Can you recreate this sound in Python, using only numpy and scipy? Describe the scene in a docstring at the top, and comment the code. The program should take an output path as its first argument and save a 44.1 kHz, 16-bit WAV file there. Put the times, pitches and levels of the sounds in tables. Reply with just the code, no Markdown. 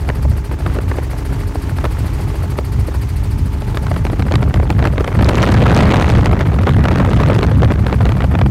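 """Small piston helicopter, open air

Air rushes around the cabin: shaped noise. Each rotor blade sweeps bands of hiss past, gated by its passage.
A six-cylinder engine drones beneath: sine lines geared to the rotor.
One slipstream, hardest after five seconds, shakes the microphone with narrow bands of low noise.
It crackles in short noise grains, roars and cracks; a limiter holds the peaks."""
import sys
import numpy as np
from scipy import signal
from scipy.fft import rfft, irfft, next_fast_len
from scipy.io import wavfile
from scipy.ndimage import uniform_filter1d, minimum_filter1d

SR = 44100
rng = np.random.default_rng(int(sys.argv[2]) if len(sys.argv) > 2 else 0)


def int16_out(signal):
    """Quantize to a 16-bit WAV file."""
    q = np.round(np.clip(np.atleast_2d(signal).T, -1, 1) * 32767)
    wavfile.write(sys.argv[1], SR, q.astype(np.int16))


N = 374850


def undb(db):
    """Decibels to gain."""
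    return 10 ** (np.asarray(db) / 20)


def curve(table, column=1):
    """One column of a table, joined by straight lines in time."""
    rows = np.array(table, float)
    return np.interp(np.arange(N) / SR, rows[:, 0], rows[:, column])


def noise(gain):
    """Noise of rms 1 whose spectrum follows gain(Hz)."""
    size = next_fast_len(N)
    hz = np.maximum(np.arange(size // 2 + 1) * SR / size, 1)
    spectrum = rfft(rng.standard_normal(size)) * gain(hz)
    x = irfft(spectrum, size)[:N]
    return x / x.std()


def coloured(points):
    """Noise of rms 1 whose spectrum joins (Hz, dB) points."""
    hz, db = np.transpose(points)
    return noise(lambda f: undb(np.interp(np.log(f), np.log(hz), db)))


def walk(rate_hz):
    """Slow random drift of spread 1, about rate_hz turns a second."""
    return noise(lambda f: np.exp(-.5 * (f / rate_hz) ** 2))


def steadied(x, seconds):
    """Noise with its slow swells evened out, so that a curve can play its strength."""
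    local_power = uniform_filter1d(x * x, max(int(seconds * SR), 2))
    return x / np.sqrt(local_power + 1e-9)


def swells(rate_hz, depth_db):
    """A gain that swells and sinks by chance, its power evened over 0.65 s."""
    return steadied(undb(depth_db * walk(rate_hz)), seconds=0.65)


def blade_gate(blades, delay, rise, fall):
    """A rounded swell, peaking delay seconds after each blade passage, with its own rise and fall."""
    period = N / SR / (blades[-1] - blades[0])
    since = (blades - delay / period) % 1 * period
    falling = np.exp(-.5 * (since / fall) ** 2)
    rising = np.exp(-.5 * ((period - since) / rise) ** 2)
    return np.maximum(falling, rising)


def bell(s, length, skew=.3):
    """Sample numbers and heights of a burst of power that rises faster than it falls."""
    length = max(abs(length), 2 / SR)
    first = max(int((s - 2 * length) * SR), 0)
    last = min(int((s + 3 * length) * SR), N)
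    i = np.arange(first, last)
    u = (i / SR - s) / length
    side = 1 + np.clip(skew, 0, .7) * np.sign(u)
    return i, np.exp(-np.pi * (u / side) ** 2)


def power(times, db, lengths):
    """Power over time of a train of bursts."""
    out = np.zeros(N)
    for s, gain, length in zip(*np.broadcast_arrays(times, undb(db), lengths)):
        i, height = bell(s, length)
        out[i] += gain ** 2 * height
    return out


def grains(times, db, lengths, colour):
    """Short puffs of coloured noise, each with its own grain and a set strength."""
    source, out = coloured(colour), np.zeros(N)
    starts = rng.integers(0, N, len(times))
    for s, gain, length, start in zip(*np.broadcast_arrays(times, undb(db), lengths, starts)):
        i, height = bell(s, length)
        grain = source[(start + np.arange(len(i))) % N] * np.sqrt(height)
        # every grain carries the energy of its bell
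        out[i] += gain * grain * np.sqrt(height.sum() / (grain @ grain + 1e-18))
    return out


# spectrum of the rush around the cabin: relative
# columns: pitch_hz, density_db (per Hz)
AIR_COLOUR = [(150, 2), (230, 3.5), (330, 5), (560, -12), (750, -7), (930, -4), (1500, -12.5), (2200, -13),
              (3500, -19), (6200, -25.5), (7800, -27), (9800, -26), (10500, -32), (11800, -26.5),
              (16000, -39)]


def air(level_db=-37, flicker_db=2.0):
    """Air rushes around the cabin: broad noise that flickers quickly."""
    return coloured(AIR_COLOUR) * undb(level_db + flicker_db * walk(32))


# blade swish, the highest band first; rise and fall are Gaussian spreads
# columns: centre_hz, width_hz, level_db (before scatter and hiss ride), delay_s, rise_s, fall_s
SWISH_BANDS = [(14200, 2000, -59.5, .018, .009, .015), (11420, 1460, -47, 0.0021, 0.0041, 0.0042),
               (8830, 2700, -48.5, 0.0067, 0.0083, 0.011), (6000, 2000, -55.5, 0.036, 0.025, 0.017),
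               (4530, 860, -49, 0.006, 0.0079, .014), (1870, 1100, -46, 0.0054, 0.011, 0.016)]


def rotor_swish(blades, scatter_db=1.3):
    """Each blade sweeps bands of hiss past the cabin, each band with its own delay and linger."""
    out = 0
    for hz, width, db, delay, rise, fall in SWISH_BANDS:
        band = noise(lambda f: 1 / (1 + ((f * f - hz * hz) / (f * width)) ** 2 / 2))
        out = out + undb(db) * band * blade_gate(blades, delay, rise, fall)
    return out * undb(scatter_db * walk(1.4))


# ride on the air and blade hiss together
# columns: time_s, gain_db
HISS_RIDE = [(0, 2), (.8, 2.5), (2, 5.5), (2.8, 2.5), (3.7, 3.5), (4.5, -0.5), (5.5, 0.5), (6.3, -2),
             (8.5, -1.5)]


def hiss(blades):
    """Cabin air and blade swish rise and sink together."""
    return (rotor_swish(blades) + air()) * undb(curve(HISS_RIDE))


ENGINE_TURNS_PER_BLADE = 10 / 3
# engine lines; the engine fires three times a crankshaft turn
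# columns: multiple (of the crankshaft rate), level_db (rms, before the waver)
ENGINE_LINES = [(1, -27.5), (1.5, -24), (2, -28), (3, -32), (6, -38.5), (7, -44), (9, -41.3), (19, -51.5),
                (19.5, -49.3)]


def engine(blades):
    """Crankshaft and firing lines, geared to the rotor; each wavers a little in the moving air."""
    angle = 2 * np.pi * blades * ENGINE_TURNS_PER_BLADE
    out = 0
    for multiple, db in ENGINE_LINES:
        order = np.round(2 * multiple) / 2  # a four-stroke cycle lasts two turns
        waver = .16 * np.sqrt(order) * walk(4)
        phase = order * angle + rng.uniform(0, 2 * np.pi) + waver
        out = out + np.sqrt(2) * undb(db + 1.5 * walk(2)) * np.sin(phase)
    return out


# eddies by size; the small ones grow fastest in a strong wind
# columns: centre_hz, level_db (at 0 dB of buffeting, before lumps and shoves), slope_db (per dB of buffeting)
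EDDY_SIZES = [(47.7, -26, 0.37), (64.9, -17.5, 0.62), (93, -15, 0.94), (124.5, -17, 1.05),
              (181.4, -19.5, 1.58), (248, -25.5, 1.7)]
# strength of the buffeting
# columns: time_s, strength_db
BUFFETING_STRENGTH = [(0, -9.5), (1.1, -12.5), (3.3, -10), (4.2, -4.5), (5.05, -4), (5.7, 3.5), (6.5, -2),
                      (7.3, 0.5), (7.9, -2.5), (8.5, -2)]
# big single eddies that shove the microphone
# columns: peak_s, level_db (over the buffeting, before the trim)
EDDY_SHOVES = [(0.27, 5), (0.9, 4), (1.14, 3), (1.32, 5), (1.65, 3), (1.84, 6), (2.03, 5), (2.38, 6),
               (2.74, 4), (3.01, 4), (3.19, 5)]


def buffeting(blades, wash=0.52, width=0.18, shove_trim_db=-2, shove_s=0.077):
    """Eddies shake the microphone in lumps; the downwash of each blade adds a push."""
    push = 1 + wash * blade_gate(blades, delay=.0065, rise=0.036, fall=0.046)
    strength_db, out = curve(BUFFETING_STRENGTH), 0
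    for hz, db, slope in EDDY_SIZES:
        eddy = noise(lambda f: np.exp(-.5 * (np.log(f / hz) / width) ** 2))
        out = out + undb(db + slope * strength_db) * steadied(eddy * push, seconds=.15)
    s, db = np.transpose(EDDY_SHOVES)
    shoved = np.sqrt(1.5 + power(s, db + shove_trim_db, shove_s))
    return out * shoved * swells(5.9, depth_db=3)


# flow strengths: where the crackle levels hold, and where clumps close up and the air begins to crack
BRISK_DB, TORN_DB = -23, -22.5
# spectra of thump, puff and bright edge, in that order: relative
# columns of each: pitch_hz, density_db (per Hz)
PUFF_COLOURS = [
    [(110, -48), (230, -0.5), (330, 0), (600, -4.5), (800, -14), (1800, -66)],
    [(200, -41), (700, 1), (1200, -0.5), (2000, -8), (2800, -20.5), (8000, -50)],
    [(900, -23), (2200, 1.5), (3800, -6), (5000, -13.5), (9000, -24), (16000, -37)],
]
# thump, puff and edge, in that order
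# column: length_s
PUFF_LENGTHS = [.0065, .004, .0012]
# thump, puff and edge of the small bursts
# columns: level_db (in a brisk flow), slope_db (per dB of flow), scatter_db
CRACKLE_PARTS = [(-23.5, 1.06, 3), (-27, 1.02, 2.5), (-37.5, 1.55, 4.5)]


def crackle(blades, flow_db, count=1000, scatter_db=2.0, wash_db=5):
    """The many small bursts: dull in a weak flow, bright in a strong one, stronger under a blade."""
    chance = rng.uniform(-1, 1, (count, 6)).T
    s = (np.arange(count) + .5 + chance[0]) * N / SR / count
    at = np.clip((s * SR).astype(int), 0, N - 1)
    wash = blade_gate(blades, delay=0.0043, rise=0.015, fall=0.021)[at]
    size_db = scatter_db * np.sqrt(3) * chance[1] + wash_db * wash  # root 3 makes the scatter an rms
    out = 0
    for part, colour, length, own in zip(CRACKLE_PARTS, PUFF_COLOURS, PUFF_LENGTHS, chance[3:]):
        db, slope, own_db = part
        sizes = size_db + own_db * np.sqrt(3) * own
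        lengths = length * 2 ** (0.707 * chance[2])
        # neighbouring bursts share out the power of the flow
        local = uniform_filter1d(undb(sizes) ** 2 * lengths, size=17) * count * SR / N
        level_db = db + slope * (flow_db[at] - BRISK_DB) + sizes - 10 * np.log10(local)
        out = out + grains(at / SR, level_db, lengths, colour)
    return out


def roar(flow_db, brisk_db=-18, growth=1.0, puff_db=-2, edge_db=-10, flutter_db=8.5):
    """In the strongest flow the bursts run together into a fluttering roar."""
    share_db = brisk_db + growth * (flow_db - BRISK_DB)
    rush = sum(undb(db) * coloured(colour) for db, colour in zip((0, puff_db, edge_db), PUFF_COLOURS))
    return rush * undb(flow_db + share_db + flutter_db * walk(280))


# the strongest bursts
# columns: peak_s, thump_db, puff_db, edge_db
STRONG_BURSTS = [(0.09, -19.5, -19, -23.5), (0.101, -21, -18, -30), (0.253, -18, -27, -37),
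                 (0.664, -18, -17.5, -24), (0.77, -18, -32, -40), (0.788, -15.5, -25, -24.5),
                 (0.916, -19, -19, -33), (0.987, -18, -28, -37), (1.132, -23, -29, -38),
                 (1.557, -17.5, -26, -35), (1.786, -27, -21.5, -29), (1.843, -18, -18.5, -26),
                 (1.853, -21.5, -15, -19), (1.858, -16, -24, -28), (2.588, -14.5, -19, -21),
                 (2.887, -20, -33, -39), (3.621, -27, -27, -31), (3.747, -21, -28, -28),
                 (3.773, -20.5, -19, -16), (3.868, -31, -21, -24), (3.916, -17.5, -19, -27),
                 (3.964, -21, -21, -28), (4.052, -17, -24, -20), (4.068, -31, -23, -21),
                 (4.1, -22, -23, -30), (4.133, -16, -24, -42), (4.196, -17, -22.5, -24),
                 (4.224, -26, -22.5, -22.5), (4.313, -15, -23, -26), (4.322, -21, -20, -17),
                 (4.34, -15, -19, -20), (4.356, -28, -16, -14), (4.429, -16, -21.5, -22),
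                 (4.542, -19, -19, -17), (4.6, -20, -21, -29), (4.63, -18.5, -24, -34),
                 (4.704, -14.5, -14.5, -17.5), (4.792, -25, -20, -27), (4.8, -18, -22, -31),
                 (4.826, -17, -18, -20), (4.842, -17, -23, -22), (4.854, -15, -13, -20.5),
                 (4.873, -15.5, -20.5, -19), (4.981, -15, -19, -20), (5.008, -11, -22, -24),
                 (5.045, -23, -19, -21.5), (5.078, -19, -19, -21), (5.191, -17, -18, -20),
                 (5.21, -10, -19, -21), (5.226, -13, -15, -17), (5.289, -14, -32, -18),
                 (5.429, -17, -14, -12), (5.624, -4, -12, -16), (5.767, -9, -11, -16),
                 (5.855, -8, -10, -10), (6.139, -14, -25, -20), (6.259, -16, -16, -13),
                 (6.331, -9.5, -13, -19), (6.409, -16.5, -12.5, -19.5), (6.589, -31, -17.5, -26.5),
                 (6.671, -11, -13, -20), (6.693, -15, -15, -20), (6.855, -15, -11.5, -20.5),
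                 (6.885, -22, -17, -17), (6.915, -22, -16, -18), (6.959, -21, -16.5, -21),
                 (7.001, -13, -12, -21), (7.027, -23, -19, -36), (7.203, -17, -17, -19),
                 (7.235, -21, -18, -20), (7.301, -5.5, -10, -20), (7.32, -13, -15, -31),
                 (7.39, -11, -18, -15), (7.43, -14.5, -17, -15.5), (7.621, -11, -21.5, -22),
                 (7.633, -11, -15, -22), (7.647, -20, -22, -17), (7.706, -13, -18, -31),
                 (7.714, -16, -21, -24), (7.721, -15, -19, -22), (7.867, -17, -17, -20),
                 (7.928, -15, -15.5, -18), (8.008, -19, -17, -27), (8.055, -16, -20, -20),
                 (8.066, -17, -21, -29), (8.092, -18, -21.5, -20), (8.121, -27, -19, -22.5),
                 (8.206, -23, -17, -23), (8.222, -24, -24, -23), (8.243, -15.5, -22, -25),
                 (8.342, -16, -24, -29), (8.353, -14, -15.5, -18), (8.39, -19, -17, -22),
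                 (8.415, -15, -11, -18), (8.462, -14, -17, -21)]


def bursts():
    """The flow breaks away for a few milliseconds: a low thump, a dull puff and a shorter, bright edge."""
    s, *levels = np.transpose(STRONG_BURSTS)
    parts = zip(levels, PUFF_LENGTHS, PUFF_COLOURS)
    return sum(grains(s, db, length, colour) for db, length, colour in parts)


def gusty(flow_db, gust_db=-16.5, gust_s=0.016, lag_s=0.01):
    """The flow with a short gust trailing each strong burst, set against the level of its puff."""
    s, _, puff_db, _ = np.transpose(STRONG_BURSTS)
    return 10 * np.log10(undb(flow_db) ** 2 + power(s + lag_s, puff_db + gust_db, gust_s))


# the loudest pressure jumps that crack
# columns: peak_s, level_db (before gain_db)
LOUD_CRACKS = [(4.357, -24), (4.703, -26), (5.246, -22), (5.29, -19), (5.355, -23), (5.422, -23),
               (5.521, -24), (5.541, -23), (5.748, -16), (5.765, -23)]
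# spectrum of a crack: relative
# columns: pitch_hz, density_db (per Hz)
CRACK_SPECTRUM = [(500, -3), (3500, 0), (6500, -5), (9000, -12), (16000, -32)]


def cracks(flow_db, count=420, below_db=-18, scatter_db=6, length_s=0.00034, gain_db=10.5):
    """Pressure jumps shorter than a millisecond reach far into the treble; a torn flow scatters weaker ones."""
    chance = rng.uniform(0, 1, (count, 2)).T
    at = ((np.arange(count) + chance[0]) * (N - 1) / count).astype(int)
    db = flow_db[at] + below_db + scatter_db * (2 * chance[1] - 1)
    torn = flow_db[at] > TORN_DB
    loud = power(*np.transpose(LOUD_CRACKS), length_s)
    weak = power(at[torn] / SR, db[torn], length_s)
    return undb(gain_db) * np.sqrt(loud + weak) * steadied(coloured(CRACK_SPECTRUM), seconds=length_s)


# slipstream at the microphone
# columns: time_s, strength_db (before clumps and gusts)
SLIPSTREAM = [(0.0, -35.5), (0.45, -36), (0.75, -31), (1.4, -36.5), (2.2, -34.5), (3.55, -39), (4.15, -31),
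              (4.7, -30.5), (5.18, -25.5), (5.25, -20), (5.85, -15.5), (6.5, -26), (6.7, -24),
              (7.33, -21.5), (7.8, -29), (8.15, -26.5), (8.5, -38)]


def slipstream(blades, closing_db=7):
    """Crackle and roar, in clumps until the flow is fully torn, with the strongest bursts and the cracks."""
    mean_db = curve(SLIPSTREAM)
    patchy = np.clip((TORN_DB - mean_db) / closing_db, 0, 1)
    clumps_db = 20 * np.log10(swells(11.6, depth_db=2))
    flow_db = gusty(mean_db + patchy * clumps_db)
    return crackle(blades, flow_db) + roar(flow_db) + bursts() + cracks(mean_db)


FIRST_BLADE_S = .0785
# main rotor speed
# columns: time_s, passages_hz (blades per second)
ROTOR_SPEED = [(0, 13.61), (3.6, 13.61), (5.2, 13.64), (6.5, 13.6), (7.2, 13.54), (8.5, 13.55)]


def scene():
    """Hiss, engine, buffeting and slipstream, tied together by the count of passing blades."""
    blades = np.cumsum(curve(ROTOR_SPEED)) / SR - FIRST_BLADE_S * ROTOR_SPEED[0][1]
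    return (hiss(blades) + engine(blades) + buffeting(blades) + slipstream(blades))[None]


def limiter(x, ceiling, size):
    """Gain that dips smoothly around every peak over the ceiling; size is in samples."""
    gain = minimum_filter1d(ceiling / np.maximum(np.abs(x), ceiling), size)
    return x * uniform_filter1d(gain, size)


def record(dry):
    """The recorder drops the deepest rumble, limits the gusts and cuts the top."""
    low_cut = signal.butter(4, 33, "high", fs=SR, output="sos")
    top_cut = signal.ellip(10, .1, 70, 15750, fs=SR, output="sos")
    held = limiter(signal.sosfilt(low_cut, dry), ceiling=.71, size=151)
    return signal.sosfilt(top_cut, held)


dry = scene()
out = record(dry)
int16_out(out)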